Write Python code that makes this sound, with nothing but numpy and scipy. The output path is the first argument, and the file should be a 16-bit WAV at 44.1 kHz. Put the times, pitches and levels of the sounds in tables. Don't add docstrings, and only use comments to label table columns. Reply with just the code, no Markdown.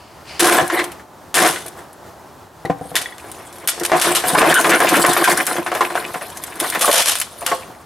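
import sys
import numpy as np
from scipy import signal
from scipy.fft import rfft, irfft
from scipy.io import wavfile
from scipy.ndimage import uniform_filter1d

SR = 44100
rng = np.random.default_rng(int(sys.argv[2]) if len(sys.argv) > 2 else 0)


def wav_record(signal):
    frames = np.transpose(np.atleast_2d(signal))
    bounded = np.clip(frames, -1, 1)
    quanta = np.round(bounded * 32767).astype(np.int16)
    wavfile.write(sys.argv[1], SR, quanta)


N = 346185
TIME = np.arange(N) / SR
OPEN_S = 6.8

# start_s, level_db (relative), splintering_t60_s
BLOWS = [(0.3952, -6.5, 0.48), (1.3425, -5.5, 0.47)]
# start_s, level_db (relative), t60_s
BREAKS = [(2.966, -19, 0.15), (3.015, -24, 0.12), (3.182, -37, 0.13), (3.6852, -5.5, 0.069),
          (3.85, -15, 0.082), (3.999, -9, 0.03), (4.015, 4.5, 0.078), (4.1505, 3, 0.074),
          (6.601, -17.5, 0.11), (6.811, -9, 0.12), (6.9145, 12, 0.17), (7.059, 3.5, 0.15),
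          (7.1551, -7.5, 0.054), (7.4639, -5, 0.064)]
# start_s, level_db (relative), contact_pitch_hz
KNOCKS = [(0.444, 4, 690), (0.586, 5.5, 905), (0.7, -8.5, 1460), (0.792, -7.5, 1910), (0.995, -30.5, 1300),
          (1.448, 0, 750), (1.56, -17, 1860), (1.657, -24, 544), (2.653, -19, 468), (2.699, -13.5, 850),
          (2.944, -20, 484), (3.81, -12, 342), (3.918, 10, 660), (3.939, -4.5, 920), (4.07, -8.5, 343),
          (4.239, -9, 750), (4.349, -5, 790), (4.429, 12.5, 563), (4.645, -10.5, 1050), (4.693, -5, 346),
          (4.803, 4.5, 900), (5.049, 8.5, 1100), (5.166, -1.5, 970), (5.276, -3, 1050), (5.47, -10, 1500),
          (5.565, -12.5, 1460), (5.582, -9.5, 364), (5.663, -11, 1210), (5.717, -9.5, 760),
          (5.75, -11, 700), (5.808, -0.5, 910), (5.902, -15.5, 910), (5.954, -6, 840), (6.142, -13.5, 1140),
          (6.212, -18.5, 760), (6.614, -14, 322), (6.642, -11.5, 1070), (6.724, -17, 1830),
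          (6.749, -10, 1520), (6.879, 0.5, 570), (6.929, 11, 770), (7.418, -18.5, 694), (7.465, -6.5, 1400),
          (7.516, -5.5, 666)]
# start_s, effort_db, crackle_db (both relative)
PRYING = [(2.75, -52, -68), (2.89, -42, -47), (3.09, -39.5, -55), (3.32, -45.5, -49), (3.72, -39.5, -49.5),
          (3.86, -36, -40), (4.04, -17.5, -24), (4.24, -25.5, -32.5), (4.3, -19.5, -24), (4.42, -5, -21),
          (4.57, -22, -26.5), (4.76, -14, -26), (4.87, -16, -25), (4.95, -9, -21.5), (5.18, -19, -24),
          (5.27, -17, -29), (5.38, -18.5, -27), (5.62, -32, -38), (5.85, -25, -39), (6.21, -36.5, -40.5),
          (6.4, -37, -43), (6.55, -39, -42.5)]
# pitch_hz, width_hz, level_db (against the broad response, hands off)
SHELL_MODES = [(156, 15, 3), (349.6, 19.5, 5.5), (440, 11, -0.5), (549, 19, -11), (651, 73, -8),
               (731.6, 19, 2), (944, 39, -2), (1043, 42, 7), (1126, 91, -1), (1490, 14, -9),
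               (1560, 130, -11)]


def from_db(db):
    return np.exp(np.asarray(db) * (np.log(10) / 20))


def rms_one(x):
    return x / np.sqrt(np.mean(x ** 2) + 1e-20)


def gain_curve(rows, axis=1):
    rows = np.array(rows)
    return from_db(np.interp(TIME, rows[:, 0], rows[:, axis], left=-200, right=-200))


def drift(rate):
    knots = rng.standard_normal(int(N / SR * rate) + 2)
    return rms_one(np.interp(TIME * rate, np.arange(len(knots)), knots))


def fade(t60, length):
    return from_db(-60 * TIME[:int(length * SR)] / max(t60, .002))


def add(track, s, sound):
    at = max(round(s * SR), 0)
    track[at:at + len(sound)] += sound[:N - at]


def response(spectrum, size=4096):
    hz, db = np.transpose(spectrum)
    grid = np.maximum(np.arange(size // 2 + 1) * SR / size, 1)
    spectrum_db = np.interp(np.log(grid), np.log(hz), db)
    cepstrum = irfft(np.log(from_db(spectrum_db)))
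    cepstrum[1:size // 2] *= 2
    cepstrum[size // 2 + 1:] = 0
    return rms_one(irfft(np.exp(rfft(cepstrum)))) / np.sqrt(size)


def through(x, impulse):
    return signal.oaconvolve(x, impulse)[:len(x)]


def resonate(x, hz, width_hz):
    hz = min(hz, .45 * SR)
    b, a = signal.iirpeak(hz, hz / min(width_hz, .4 * SR), fs=SR)
    return signal.lfilter(b, a, x + 1e-18)


def unit_hit(sound):
    return sound / np.sqrt(np.mean(sound[:int(.008 * SR)] ** 2))


def slips(per_s, spread_db):
    draws = rng.random((int(per_s * N / SR) + 1, 3))
    sizes = from_db(spread_db * np.minimum(-np.log(1 - draws[:, 1]), 4))
    clicks = np.zeros(N)
    clicks[(draws[:, 0] * N).astype(int)] = sizes * np.sign(draws[:, 2] - .5)
    return rms_one(clicks)


def outdoor_air(level_db, side_db, waver_db):
    # (per Hz, relative)
    air_colour = [(15, -57), (25, -31), (76, -1.5), (200, -7), (229, -6), (416, -4.5), (463, -8), (624, -4),
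                  (863, -4), (1020, -5.5), (1840, -15.5), (2280, -22), (3340, -23), (13200, -29),
                  (16000, -33.5)]
    mid, side = (through(rng.standard_normal(N), response(air_colour)) for _ in range(2))
    level = from_db(level_db + waver_db * drift(14))
    return level * (mid + from_db(side_db) * side * [[1], [-1]])


def brush():
    # start_s, level_db
    brush_level = [(0, -50), (.23, -55.5), (.29, -35.5), (.39, -39), (.45, -80)]
    # (per Hz, relative)
    brush_colour = [(1200, -2), (2100, 6), (2750, 7), (3100, 4), (3800, -2), (4500, 6), (5000, 4),
                    (5800, -5), (11000, -11), (16000, -49)]
    grain = slips(per_s=12000, spread_db=2.5)
    return gain_curve(brush_level) * through(grain, response(brush_colour))


def shell_response(box_modes):
    # (per Hz, relative)
    shell_colour = [(40, -45), (110, -15.5), (165, -6.5), (220, -6.5), (330, 0), (420, -1.5), (750, -1),
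                    (1100, -5.5), (1700, -0.5), (2600, -5), (4500, -10), (9000, -7), (16000, -14)]
    broad = response(shell_colour)
    modes = sum(from_db(db) * resonate(broad, hz, width) for hz, width, db in box_modes)
    return rms_one(broad + modes) / np.sqrt(len(broad))


def contact(t60, first):
    force = rng.standard_normal(int(.4 * SR)) * fade(t60, .4)
    force[0] = first
    return force


def fractures(rows, shell, shell_db):
    # (per Hz, relative)
    fracture_colour = [(100, -34), (300, -18), (600, -4), (1500, 2), (2200, -0.5), (3300, 3.5), (4400, -2),
                       (5600, -1.5), (7200, -2), (9500, 3), (12000, 1), (16000, -33)]
    force = np.zeros(N)
    for s, db, t60 in rows:
        add(force, s, from_db(db) * contact(t60, first=5.9))
    force *= from_db(2.8 * drift(300))
    splinters = through(force, response(fracture_colour))
    return splinters + from_db(shell_db) * through(force, shell)


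def wandering(pitches, per_s, spread_db, width_share, wander_db):
    total = np.zeros(N)
    for hz in pitches:
        point = resonate(slips(per_s, spread_db), hz, width_share * hz)
        total += point * from_db(wander_db * drift(40))
    return rms_one(total)


def grinding(effort, crackle, shell, open_shell, shudder_db, rasp_db, crackle_db):
    # (per Hz, relative)
    grit_colour = [(300, -56), (1500, -6.5), (3300, 7.5), (5500, 1), (7200, 1), (9500, 9.5), (12000, 4.5),
                   (16000, -9.5)]
    jolts = wandering(np.geomspace(240, 720, 4), per_s=600, spread_db=1.5, width_share=0.79, wander_db=3.0)
    rasp = wandering(np.geomspace(820, 2500, 7), per_s=300, spread_db=1.5, width_share=.2, wander_db=7.0)
    grit = wandering(np.geomspace(3000, 14800, 16), per_s=330, spread_db=1.2, width_share=0.061, wander_db=4.0)
    force = effort * (from_db(shudder_db) * jolts + from_db(rasp_db) * rasp)
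    shudder = through(force * (TIME < OPEN_S), shell) + through(force * (TIME >= OPEN_S), open_shell)
    clumps = from_db(crackle_db + 2.0 * drift(70))
    return shudder + clumps * through(crackle * grit, response(grit_colour))


def rattles(open_shell):
    # start_s, level_db (relative), hold_s
    rattle_rows = [(0.395, -4.5, 0.2), (0.713, -16.5, 0.11), (1.343, -4, 0.094), (1.655, -41, 0.045),
                   (1.761, -36, 0.031)]
    # pitch_hz, width_hz, level_db (against the broad response)
    wall_booms = [(346, 14, 11.5), (386, 23, -14)]
    attack_s, sag_db_per_s, release_db_per_s = 0.018, 39, 162
    crackle_sag_db_per_s = 24
    out = np.zeros(N)
    for s, db, hold in rattle_rows:
        age = np.maximum(TIME - s, 0)
        fall_db = sag_db_per_s * age + release_db_per_s * np.maximum(age - hold, 0)
        shake = np.minimum(age / attack_s, 1) * from_db(db - fall_db)
        crackle = shake * from_db(-crackle_sag_db_per_s * age)
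        nearest_blow = np.argmin([abs(s - row[0]) for row in BLOWS])
        shell = shell_response([*SHELL_MODES, wall_booms[nearest_blow]])
        out += grinding(shake, crackle, shell, open_shell, shudder_db=-12, rasp_db=-10.5, crackle_db=-11.5)
    return out


def knocks(rows, closed_shell, open_shell):
    out = np.zeros(N)
    for s, db, hz in rows:
        shell = closed_shell if s < OPEN_S else open_shell
        force = resonate(contact(t60=0.11, first=5.1), hz, width_hz=hz)
        add(out, s, from_db(db - 8) * unit_hit(through(force, shell)))
    return out


def snaps(rows):
    # (per Hz, relative)
    crack_colour = [(100, -70), (300, -28), (600, -4), (1500, 2.5), (3500, -3), (5500, -4), (7200, -2),
                    (9500, 2.5), (12000, 2), (16000, -17.5)]
    out, edge = np.zeros(N), response(crack_colour)
    for s, db, hz in rows:
        t60 = 0.044 * (9000 / hz) ** .25
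        force = contact(t60, first=5.5)
        splinter = 3.7 * resonate(force, hz, 0.022 * hz) + resonate(force, hz, 1.56 * hz)
        add(out, s, from_db(db - 8.5) * unit_hit(through(splinter + 0.67 * force, edge)))
    return out


def torn_edges():
    # start_s, level_db (relative), pitch_hz
    edge_snaps = [(0.474, 0, 10100), (0.6785, -18, 9700), (0.841, -15.5, 3400), (0.9183, -25, 2570),
                  (1.353, 4.5, 10500), (1.476, -5, 10200), (1.6627, -22, 10200), (1.6814, -22, 9300),
                  (1.93, -35.5, 10500), (2.6529, -30.5, 4320), (2.9547, -1, 3550), (2.9663, -0.5, 3400),
                  (3.3163, -22, 9100), (3.675, 3, 12200), (3.6944, 1.5, 8400), (3.7982, -17, 5700),
                  (3.835, -13.5, 4570), (4.298, -17, 9600), (4.3916, -1.5, 8800), (4.5418, 0.5, 9240),
                  (4.6109, -10.5, 9850), (4.6949, -7.5, 2480), (4.803, -4, 9200), (4.8901, 8, 2580),
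                  (5.0643, 2.5, 10100), (5.243, 7.5, 2520), (5.2984, -11, 8560), (5.3746, -8.5, 8900),
                  (5.4184, -21, 8870), (5.4672, 0, 8200), (5.75, -16, 2860), (6.3723, -22, 6360),
                  (6.4377, -15, 11400), (6.6008, -9, 10340), (6.7, -10.5, 9600), (6.8563, -3, 9800),
                  (7.0223, 8, 3380), (7.157, -9, 9500), (7.186, -17, 10500), (7.2002, -8, 10000),
                  (7.2148, -8.5, 3040), (7.4096, -23, 8950)]
    return snaps(edge_snaps)


def creaks(wobble, overtone_db):
    # start_s, length_s, pitch_hz, level_db (of the fundamental, relative)
    creak_rows = [(0.578, 0.032, 1690, -9.5), (0.735, 0.018, 1840, -20), (0.766, 0.057, 1983, -16),
                  (2.653, 0.0092, 2027, -21.5), (4.542, 0.059, 1505, -8.5), (4.728, 0.051, 1462, -13.5),
                  (4.806, 0.022, 1676, -13.5), (5.174, 0.024, 970, -29), (5.239, 0.027, 1610, -3.5),
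                  (6.735, 0.045, 1874, -23)]
    out = np.zeros(N)
    for s, length, hz, db in creak_rows:
        t = TIME[:int(max(length, .005) * SR)]
        unsteady = rms_one(uniform_filter1d(rng.standard_normal(len(t)), size=40))
        phase = 2 * np.pi * np.cumsum(hz * (1 + wobble * unsteady)) / SR
        swell = np.sqrt(np.abs(np.sin(np.pi * t / t[-1])))
        tone = np.sin(phase) + from_db(overtone_db) * np.sin(2 * phase)
        add(out, s, from_db(db) * swell * tone)
    return out


def struck(touches, modes, level_db):
    out = np.zeros(N)
    for s, touch_db in touches:
        for hz, db, t60 in modes:
            ring = fade(t60, .4) * rng.choice([-1, 1])
            strength = from_db(touch_db + db + level_db + rng.normal(0, 1.0))
            add(out, s, strength * ring * np.sin(2 * np.pi * hz * TIME[:len(ring)]))
    return signal.sosfilt(signal.butter(2, 90, "high", fs=SR, output="sos"), out + 1e-18)


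def motor_thumps():
    # start_s, level_db (relative)
    thumps = [(0.622, -17), (2.65, -19.5), (2.697, -8.5), (2.812, -22.5), (2.854, -28.5), (2.916, -28),
              (3.807, -31), (4.333, -15.5), (4.719, -20), (4.991, -17), (5.086, -15), (6.156, -25.5),
              (7.517, -30)]
    # pitch_hz, level_db (relative), t60_s
    motor_modes = [(80, -12, 0.089), (122, -19.5, 0.38), (171, 0, 0.077), (218, -18, 0.064),
                   (286, -3.5, 0.12), (489, 2.5, 0.063), (716, 5.5, 0.033), (780, -2, 0.15)]
    return struck(thumps, motor_modes, level_db=-3.5)


def stick_slip():
    stick_s, stick_db, slide_s, slide_db = .028, -5, 0.058, 2
    since = TIME - np.array([*KNOCKS, *BREAKS])[:, :1]
    stuck = ((since < 0) & (since > -stick_s)).any(axis=0)
    sliding = ((since >= 0) & (since < slide_s)).any(axis=0)
    clumps_db = 2 * drift(22)
    gain_db = stick_db * stuck + slide_db * sliding + clumps_db
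    return from_db(uniform_filter1d(gain_db, size=300))


def strays(gain, per_s, above_db, range_hz):
    start, end = PRYING[0][0], TIME[-1]
    draws = rng.random((int(per_s * (end - start)), 3))
    s = start + (end - start) * draws[:, 0]
    spread_db = 9 * (2 * draws[:, 1] - 1)
    db = 20 * np.log10(np.interp(s, TIME, gain)) + above_db + spread_db
    low, high = range_hz
    return list(zip(s, db, low * (high / low) ** draws[:, 2]))


def handwork(shell, open_shell):
    # start_s, effort_db, crackle_db (both relative)
    peeling = [(6.55, -33, -44), (6.66, -26.5, -27.5), (6.784, -25.5, -35.5), (6.852, -25.5, -21),
               (7.008, -31, -34), (7.066, -28, -26), (7.202, -53, -42), (7.348, -45.5, -47),
               (7.518, -36, -37), (7.664, -45.5, -53), (7.83, -52, -58)]
    effort = gain_curve(PRYING, axis=1) + gain_curve(peeling, axis=1)
    crackle = gain_curve(PRYING, axis=2) + gain_curve(peeling, axis=2)
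    jerk = stick_slip()
    grind = grinding(effort * jerk, crackle * jerk ** 0.52, shell, open_shell,
                     shudder_db=-10.5, rasp_db=-8.5, crackle_db=0)
    stray_knocks = strays(effort, per_s=6, above_db=10.5, range_hz=(346, 1510))
    stray_snaps = strays(crackle, per_s=11, above_db=11, range_hz=(7150, 11500))
    return grind + knocks(stray_knocks, shell, open_shell) + snaps(stray_snaps)


def hammer_clinks():
    # start_s, level_db (relative)
    clinks = [(2.9647, -1), (3.0584, -13), (3.0874, -28), (3.1238, -22)]
    # pitch_hz, level_db (relative), t60_s
    head_modes = [(1620, -12, 0.031), (1925, 4, 0.043), (2230, -11, 0.05), (3350, -6, 0.039),
                  (3410, -4, 0.033)]
    return struck(clinks, head_modes, level_db=-8.0)


def near_echoes(x):
    # delay_s, level_db
    echo_rows = [(0.0014, -28.5), (0.00285, -28), (0.0058, -28)]
    out = np.zeros(N)
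    for delay, db in echo_rows:
        add(out, delay, from_db(db) * x)
    return out


def reflections(x, delay, t60, mid_db, side_db):
    decay = fade(t60, .7)
    decay[:int(delay * SR)] = 0
    decay /= np.sqrt(np.sum(decay ** 2))
    mid, side = (through(x, decay * rng.standard_normal(len(decay))) for _ in range(2))
    return from_db(mid_db) * mid + from_db(side_db) * side * [[1], [-1]]


def surroundings(work):
    # (per Hz, relative)
    scatter_colour = [(60, -6.5), (160, 1), (320, 3), (700, 3.5), (1500, 1), (3000, 2.5), (5500, 3.5),
                      (9000, -1.5), (13000, -11.5), (20000, -35)]
    scattered = through(work, response(scatter_colour))
    near = reflections(scattered, delay=0.00136, t60=0.067, mid_db=-20, side_db=-16.0)
    wall = reflections(scattered, delay=0.0095, t60=0.39, mid_db=-20, side_db=-25.5)
    return near_echoes(scattered) + near + wall


def scene():
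    # pitch_hz, width_hz, level_db (against the broad response)
    open_modes = [(201, 18, 1), (484, 13, -17), (522, 14, 7.5), (586, 30, 5.5), (691, 28, 8.5),
                  (880, 51, 2), (1100, 39, 14)]
    shell, open_shell = shell_response(SHELL_MODES), shell_response(open_modes)
    held_shell = shell_response([(hz, width, db - 1.5) for hz, width, db in SHELL_MODES])
    work = brush()
    work += fractures(BLOWS, shell, shell_db=-6) + rattles(open_shell)
    work += knocks(KNOCKS, shell, open_shell) + torn_edges()
    work += creaks(wobble=0.079, overtone_db=-12.5) + motor_thumps()
    work += handwork(held_shell, open_shell) + hammer_clinks()
    work += fractures(BREAKS, open_shell, shell_db=-18)
    placed = (work + surroundings(work)) * from_db([[.6], [-.6]])
    return placed + outdoor_air(level_db=-41, side_db=-11.0, waver_db=1.7)


def limiter(x, ceiling_db, release_db_per_s, attack_s):
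    over = np.maximum(20 * np.log10(np.abs(x).max(axis=0) + 1e-9) - ceiling_db, 0)
    release_db = release_db_per_s * TIME
    held = np.maximum.accumulate(over + release_db) - release_db
    keep = np.exp(-1 / (attack_s * SR))
    return x * from_db(-signal.lfilter([1 - keep], [1, -keep], held))


def record(dry):
    limited = limiter(dry, ceiling_db=-2.5, release_db_per_s=443, attack_s=0.000067)
    rounded = limited / (1 + np.abs(limited / .84) ** 6) ** (1 / 6)
    return signal.sosfilt(signal.ellip(10, .1, 80, 15900, fs=SR, output="sos"), rounded)


dry = scene()
out = record(dry)
wav_record(out)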